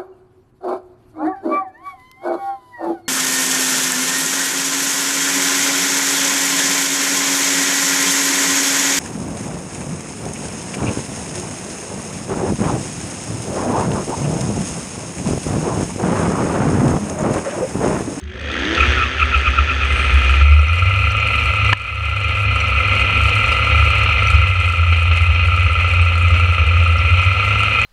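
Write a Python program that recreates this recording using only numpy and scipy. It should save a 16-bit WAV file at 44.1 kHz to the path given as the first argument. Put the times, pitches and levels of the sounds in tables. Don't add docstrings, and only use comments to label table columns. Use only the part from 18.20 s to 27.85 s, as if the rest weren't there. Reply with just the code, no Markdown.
import sys
import numpy as np
from scipy import signal
from scipy.fft import rfft, irfft, next_fast_len
from scipy.io import wavfile

SR = 44100
rng = np.random.default_rng(int(sys.argv[2]) if len(sys.argv) > 2 else 0)


def log_audio(samples):
    frames = np.atleast_2d(samples).T
    limited = np.clip(frames, -1, 1)
    pcm = np.round(limited * 32767).astype(np.int16)
    wavfile.write(sys.argv[1], SR, pcm)


def attenuation_scalar(level_db):
    decades = np.asarray(level_db, float) / 20
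    return 10 ** decades


N = 425565
TIME = np.arange(N) / SR

# start_s, squeal_db, squeal_length_s, frame_thud_db
COMPRESSION_STROKES = [(0.578, -14.5, 0.004, -28), (0.608, -15, 0.0046, -13), (.632, -22, 0.016, -30),
                       (0.804, -19.5, 0.056, -19), (0.838, -16, 0.01, -30), (1.015, -17.5, 0.025, -16),
                       (1.149, -17.5, 0.027, -7.5), (1.271, -17.5, 0.02, -5.5), (1.389, -18, 0.021, -10),
                       (1.507, -19.5, 0.024, -15), (1.625, -20, 0.027, -11.5)]


def rms_one(x):
    return x / np.sqrt(np.mean(x ** 2) + 1e-20)


def in_time(rows):
    s, *columns = np.transpose(rows)
    return [np.interp(TIME, s, c) for c in columns]


def drift(rate):
    knots = rng.standard_normal(round(N / SR * 400))
    r = np.exp(-2 * np.pi * rate / 400)
    wander = rms_one(signal.lfilter([1], [1, -2 * r, r * r], knots))
    return np.interp(TIME * 360, np.arange(len(knots)), wander)


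def lowpass(x, order, hz):
    return signal.sosfilt(signal.butter(order, hz, fs=SR, output="sos"), x)


def highpass(x, order, hz):
    return signal.sosfilt(signal.butter(order, hz, "high", fs=SR, output="sos"), x)


def colour(x, spectrum):
    size = next_fast_len(N)
    hz, level_db = np.transpose(spectrum)
    at = np.log(np.arange(size // 2 + 1) * SR / size + 1)
    gain = attenuation_scalar(np.interp(at, np.log(hz), level_db, left=-120, right=-120))
    return irfft(rfft(x, size) * gain, size)[:N]


def resonate(x, hz, width):
    r = np.exp(-np.pi * width / SR)
    poles = [1, -2 * r * np.cos(2 * np.pi * hz / SR), r * r]
    return signal.lfilter(np.array([1, 0, -1]) * (1 - r * r) / 2, poles, x)


def modes(shake, table):
    out = 0
    for k, (hz, width, level_db) in enumerate(table):
        once = resonate(shake, hz, width * 1.63)
        out = out + (-1) ** k * attenuation_scalar(level_db) * resonate(once, hz, width * 1.32)
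    return out


def ring(clicks, hz, t60):
    r = attenuation_scalar(-60 / (t60 * SR))
    w = 2 * np.pi * hz / SR
    return signal.lfilter([0, np.sin(w)], [1, -2 * r * np.cos(w), r * r], clicks + 1e-18)


def clicks_at(times, sizes):
    out = np.zeros(N)
    np.add.at(out, np.clip(np.asarray(times) * SR, 0, N - 1).astype(int), sizes)
    return out


def bursts(times, sizes, decay_s, floor):
    shape = signal.lfilter([1], [1, -np.exp(-1 / (decay_s * SR))], clicks_at(times, sizes))
    return (floor + shape) * rng.standard_normal(N)


def distant_engine():
    fade = attenuation_scalar(np.interp(TIME, [0, .16, .3], [-14, -14, -60]))
    return fade * modes(rng.standard_normal(N), [(370, 22, 0.0023), (185, 60, -6.5)])


def frame_modes(force):
    # pitch_hz, level_db, t60_s
    tubes = [(65.7, -8, 0.48), (72.65, 5, 0.64), (101.9, -8.5, 0.74)]
    soft = lowpass(force, 4, 115)
    return sum(attenuation_scalar(level_db) * ring(soft, hz, t60) for hz, level_db, t60 in tubes)


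def blows():
    # start_s, level_db
    jolts = [
        (.672, -13.5),
        (0.76, -18),
        (.879, -51),
        (2.21, -22),
        (3.246, -17),
        (4.07, -18),
        (4.862, -36),
        (6.121, -12),
    ]
    # start_s, level_db, pitch_hz, t60_s
    knock_modes = [
        (3.528, -9, 1008, 0.049),
        (3.529, -3.5, 2900, 0.0089),
        (3.5309, -4, 1740, 0.031),
        (3.532, -1.5, 2610, 0.0055),
        (3.528, -17, 4500, 0.011),
        (3.532, -16, 4200, .008),
    ]
    strokes, thuds = np.array(COMPRESSION_STROKES), np.array(jolts)
    lag_s = -.012
    push = lowpass(clicks_at(strokes[:, 0] + lag_s, attenuation_scalar(strokes[:, 3] + 1.5)), 6, 85)
    thumps = ring(push, 67.7, 0.27)
    jolting = frame_modes(clicks_at(thuds[:, 0], attenuation_scalar(thuds[:, 1])))
    knock = sum(ring(clicks_at([s], attenuation_scalar(level_db)), hz, t60) for s, level_db, hz, t60 in knock_modes)
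    return thumps + jolting + lowpass(knock, 4, 4500)


def spin_up():
    begin_s, end_s = 0.14, 0.59
    return np.clip(np.minimum(TIME - begin_s, end_s - TIME) / 0.081 + .5, 0, 1)


def stroke_squeals():
    upper_db, upper_loss_db_per_s = 9, 242
    out = np.zeros(N)
    grit = attenuation_scalar(3.1 * drift(73))
    low_rasp = rms_one(modes(rng.standard_normal(N), [(1320, 110, 0.)]))
    high_rasp = rms_one(modes(rng.standard_normal(N), [(2550, 190, 0.)]))
    for s, low_db, length_s, _ in COMPRESSION_STROKES:
        high_db = low_db + upper_db - upper_loss_db_per_s * length_s
        part = slice(round((s - .12) * SR), round((s + .12) * SR))
        t = TIME[part] - s
        swell = np.exp(-(t / length_s) ** 2) * grit[part]
        phase = 2 * np.pi * (t - 1.15 * t * t)
        low = np.sin(1345 * phase) + .5 * np.sin(1245 * phase) + 0.5 * low_rasp[part]
        high = 0.43 * np.sin(2500 * phase) + 0.51 * high_rasp[part]
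        out[part] += swell * (attenuation_scalar(low_db) * low + attenuation_scalar(high_db) * high)
    return out


def starter():
    # start_s, mesh_hz, hiss_db (brush hiss follows the load)
    motor = [
        (0.0, 110, -47.5),
        (.2, 171.5, -35.5),
        (.33, 222, -26.5),
        (.5, 325, -22),
        (.7, 366, -21),
        (.95, 393, -27),
        (1.75, 394, -26.5),
        (2.22, 355, -28),
        (2.27, 364, -55),
    ]
    # pitch_hz, level_db (per Hz)
    hiss_spectrum = [(88, -45), (150, -13.5), (327, -11), (1000, -18), (1120, -16), (1770, -2.5),
                     (2490, -14.5), (3310, -8.5), (4080, -23.5), (6310, -30), (14000, -85)]
    # multiple of mesh_hz, level_db
    partials = [(.65, -4.5), (.875, -8), (1.001, -2), (1.25, -7.5), (1.498, -7.5), (2.0, -10)]
    # pitch_hz, width_hz, level_db
    housing = [(250, 28, -6.5), (522, 9.8, -18.5), (4650, 150, -21.5), (6290, 200, -15.5),
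               (8150, 400, -32.5), (10850, 590, -41)]
    # start_s, peak_db
    pinion = np.array([(0.012, -36), (0.039, -34), (0.1491, -43), (0.196, -31), (0.212, -27), (0.2514, -31),
                       (0.2914, -40), (0.3155, -24), (0.338, -23), (0.3956, -23.5), (0.4514, -23),
                       (0.5494, -15.5)])

    mesh_hz, hiss_db = in_time(motor)
    turns = np.cumsum(mesh_hz) / SR
    whine_db = hiss_db - 11.5 + 7 * spin_up()
    whine = sum(attenuation_scalar(level_db + 3.1 * drift(6.2)) * np.sin(2 * np.pi * k * turns) for k, level_db in partials)
    whine = signal.sosfilt(signal.butter(4, [215, 570], "band", fs=SR, output="sos"), whine)

    throb = 1 + .5 * np.sin(2 * np.pi * turns * 0.34)
    brushes = throb * rng.standard_normal(N)
    hiss = rms_one(colour(brushes, hiss_spectrum)) + attenuation_scalar(12) * modes(brushes, housing)

    teeth = bursts(pinion[:, 0], attenuation_scalar(pinion[:, 1] + 27.0), 0.0014, 0)
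    ticks = modes(teeth, [(3550, 600, -13)] + housing[2:])

    overrun_s, overrun_length_s, overrun_db = 1.79, 0.11, -34
    overrun = attenuation_scalar(overrun_db) * np.exp(-((TIME - overrun_s) / overrun_length_s) ** 2)
    sizzle = overrun * modes(brushes, [(8540, 900, 0.)])
    return attenuation_scalar(whine_db) * whine + attenuation_scalar(hiss_db) * hiss + ticks + sizzle + stroke_squeals()


def clinks():
    # start_s, peak_db, pitch_hz
    touches = [(2.391, -28, 5750), (2.4839, -27, 5960), (2.5826, -27, 5700), (2.659, -33, 5785),
               (2.906, -24, 6000), (2.9997, -28, 5900), (3.1963, -28, 5400), (3.2357, -28, 5900),
               (3.4622, -25, 5790), (4.0342, -29, 5676), (4.402, -20, 5814), (4.4679, -28, 5170),
               (5.0956, -28, 5290), (5.262, -26, 5980), (5.3205, -17, 4900), (5.5784, -29, 5850),
               (6.0708, -18, 5870), (6.3995, -29, 7772), (6.827, -31, 9080), (7.1448, -29, 5423),
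               (7.517, -32, 8300), (7.8153, -26, 8040), (8.0238, -30, 8370), (8.0817, -30, 7400),
               (8.1416, -31, 5640), (8.6788, -31, 9050), (8.7836, -21, 5500), (9.0325, -25, 5900),
               (9.6142, -23, 7000)]
    out = np.zeros(N)
    spread = rng.uniform(0.35, 1.3, (len(touches), 5))
    for (s, peak_db, hz), ratios in zip(touches, spread):
        i = round(s * SR)
        t = TIME[:min(1500, N - i)]
        tone = np.sin(2 * np.pi * hz * t)
        tone = tone + .5 * np.sin(2 * np.pi * hz * np.outer(ratios, t)).sum(0)
        envelope = attenuation_scalar(-60 * t / 0.042) * np.minimum(t / 0.0012, 1)
        out[i:i + len(t)] += attenuation_scalar(peak_db - 9.5) * tone * envelope
    return out


def stray_clinks():
    touches_per_s, t60_s = 75, 0.017
    born = (rng.random(N) < touches_per_s / SR) * attenuation_scalar(2.3 * np.minimum(rng.exponential(1, N), 3))
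    dealt = rng.integers(0, 12, N)
    pitches_hz = np.geomspace(5300, 10000, num=12)
    return rms_one(sum(ring(born * (dealt == k), hz, t60_s) for k, hz in enumerate(pitches_hz)))


def loose_parts(fired, pattern, chance, running):
    # pitch_hz, level_db (per Hz)
    spectrum = [(2650, -32), (4500, 6), (4990, -6), (5390, -4), (6300, -3), (8080, 0), (9240, -2),
                (11600, -13), (14700, -15), (15500, -37)]
    rattle_sizes = attenuation_scalar(.5 * pattern + 8.6 * np.minimum(chance[3], 1.8))
    rattle = bursts(fired + 0.0024 * np.abs(chance[0]), rattle_sizes, .0045, 0.68)
    body = rms_one(lowpass(rattle, 2, 10500))
    snap_sizes = attenuation_scalar(6 * np.minimum(-chance[2], 1.6))
    snaps = bursts(fired + .003 * np.abs(chance[1]), snap_sizes, .0015, .35)
    snaps = rms_one(highpass(snaps, 4, 8800))
    both = (body + attenuation_scalar(-4) * running * snaps) * attenuation_scalar(1.76 * drift(11.0))
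    return rms_one(colour(both, spectrum)) + running * attenuation_scalar(-14) * stray_clinks()


def case_panels(fired, pattern, chance, shake):
    # pitch_hz, width_hz, level_db
    panel_modes = [(516, 86, -17.5), (1251.7, 68, -2.5), (1351, 55, -1), (2005.5, 59, -7.5), (2084, 41, -1),
                   (2275, 64, -3.5), (2364, 48, -1), (2499, 121, 1.5), (2788, 180, -4.5),
                   (3107, 197, -14.5), (3644, 365, -19.5), (4187, 176, -19), (4500, 43, -54),
                   (5390, 99, -38), (5980, 180, -30)]
    # pitch_hz, level_db (per Hz)
    wall = [(120, -13), (240, -25), (370, -29.5), (500, -21), (1000, -19), (1800, -16.5), (3300, -26),
            (3900, -41), (5000, -35), (9000, -67)]
    # pitch_hz, width_hz
    notches = [(1268, 30), (3920, 195), (4410, 59), (5120, 160)]
    blow = attenuation_scalar(1.55 * pattern + 1.0 * chance[1])
    push = bursts(fired, blow, .005, .25) + 30 * clicks_at(fired, blow * np.sign(chance[2]))
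    low = modes(push, panel_modes[:3])
    high = modes(shake, panel_modes[3:]) + colour(shake, wall)
    panels = rms_one(low) * attenuation_scalar(-5.5) + rms_one(high) * attenuation_scalar(-2)
    for hz, width in notches:
        panels = panels - resonate(panels, hz, width)
    return panels


def firing_note(turns, per_s, running):
    # pitch_hz, level_db
    mount = [(57, -31), (65, -16), (72.5, -7.5), (79, -17.5), (84, -15.5), (92, -15.5), (101, -21.5),
             (116, -31.5)]
    note_db = np.interp(per_s, *np.transpose(mount)) + 2.6 * drift(11.7)
    return np.sqrt(2) * running * attenuation_scalar(note_db) * np.sin(2 * np.pi * turns)


def engine():
    # start_s, firings_per_s, case_shaking_db
    speed = [(1.75, 56.7, -17), (1.95, 65.7, -18.5), (2.1, 64.2, -18), (2.19, 69.4, -19.5),
             (2.44, 75.4, -21.5), (2.52, 85, -20.5), (2.7, 96, -20.5), (3.0, 103.7, -19.5), (4.68, 99, -17),
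             (5.4, 103.6, -16.5), (6.12, 99, -17.5), (6.25, 93.7, -19.5), (6.55, 84.5, -20.5),
             (6.95, 85, -20), (7.3, 88.5, -19.5), (8.65, 84.5, -19.5), (9.1, 94, -18), (9.65, 110.3, -18)]
    # start_s, level_db
    cranking = [
        (0, -35),
        (.35, -11),
        (.5, -17),
        (.6, -1),
        (.78, -4),
        (.88, -9.5),
        (1.0, -4),
        (1.6, -7),
        (1.8, 0.5),
    ]
    cylinders = [4.5, -2.5, -4, 2.5, -.5, 2.5, -4, -2.5]

    per_s, panels_db = in_time(speed)
    panels_db = panels_db + in_time(cranking)[0]
    running = np.clip((TIME - 1.62) / 0.14, 0, 1)
    turns = np.cumsum(per_s * (1 + .012 * drift(6))) / SR
    note = firing_note(turns, per_s, running)

    fired = np.flatnonzero(np.diff(np.floor(turns))) / SR
    pattern = np.resize(cylinders, len(fired))
    chance = rng.standard_normal((4, len(fired)))
    uneven = attenuation_scalar(0.19 * pattern + 6.1 * np.minimum(chance[0], .9))
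    frame = rms_one(frame_modes(clicks_at(fired, uneven - uneven.mean())))
    lumpy_db = running * 0.087 * (85.3 - per_s)
    lumpy_db = lumpy_db + (1 - running) * 2
    frame_db = np.maximum(panels_db - 2 + lumpy_db + 1.1 * drift(1.5), -27)

    shake = bursts(fired, attenuation_scalar(0.87 * pattern + 2.7 * chance[2]), 0.015, 0.88)
    panels = case_panels(fired, pattern, chance, shake)
    loose = loose_parts_db = -30
    loose = attenuation_scalar(loose_parts_db) * loose_parts(fired, pattern, chance, running)

    # pitch_hz, level_db (per Hz)
    rumble_spectrum = [(110, 13), (150, -5.5), (250, 6.0), (370, -11), (520, 6.5), (800, -23),
                       (1100, -19.0), (1500, -56)]
    rumble_gain = attenuation_scalar(panels_db - 24.5 + 2.2 * drift(1)) + attenuation_scalar(-34) * spin_up()
    rumble = rumble_gain * rms_one(colour(shake, rumble_spectrum))
    return note + attenuation_scalar(panels_db) * (panels + loose) + attenuation_scalar(frame_db) * frame + rumble


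def scene():
    return (distant_engine() + blows() + starter() + clinks() + engine())[None]


def gain_control():
    duck_s, duck_db, creep_s = 3.537, -11.5, 0.53
    onset = np.clip((TIME - duck_s) / 0.0019 + 1, 0, 1)
    return attenuation_scalar(duck_db * np.exp(-np.abs(TIME - duck_s) / creep_s) * onset)


def low_pass(x):
    return signal.sosfilt(signal.butter(12, 15740, fs=SR, output="sos"), x)


def record(dry):
    heard = highpass(dry, 4, 52) * gain_control()
    ceiling = .945
    bent = np.tanh((np.abs(1.05 * heard) / ceiling) ** 3) ** (1 / 3)
    rounded = ceiling * bent * np.sign(heard)
    mix = lowpass(rounded, 8, 15300)
    return low_pass(mix)


dry = scene()
out = record(dry)
log_audio(out)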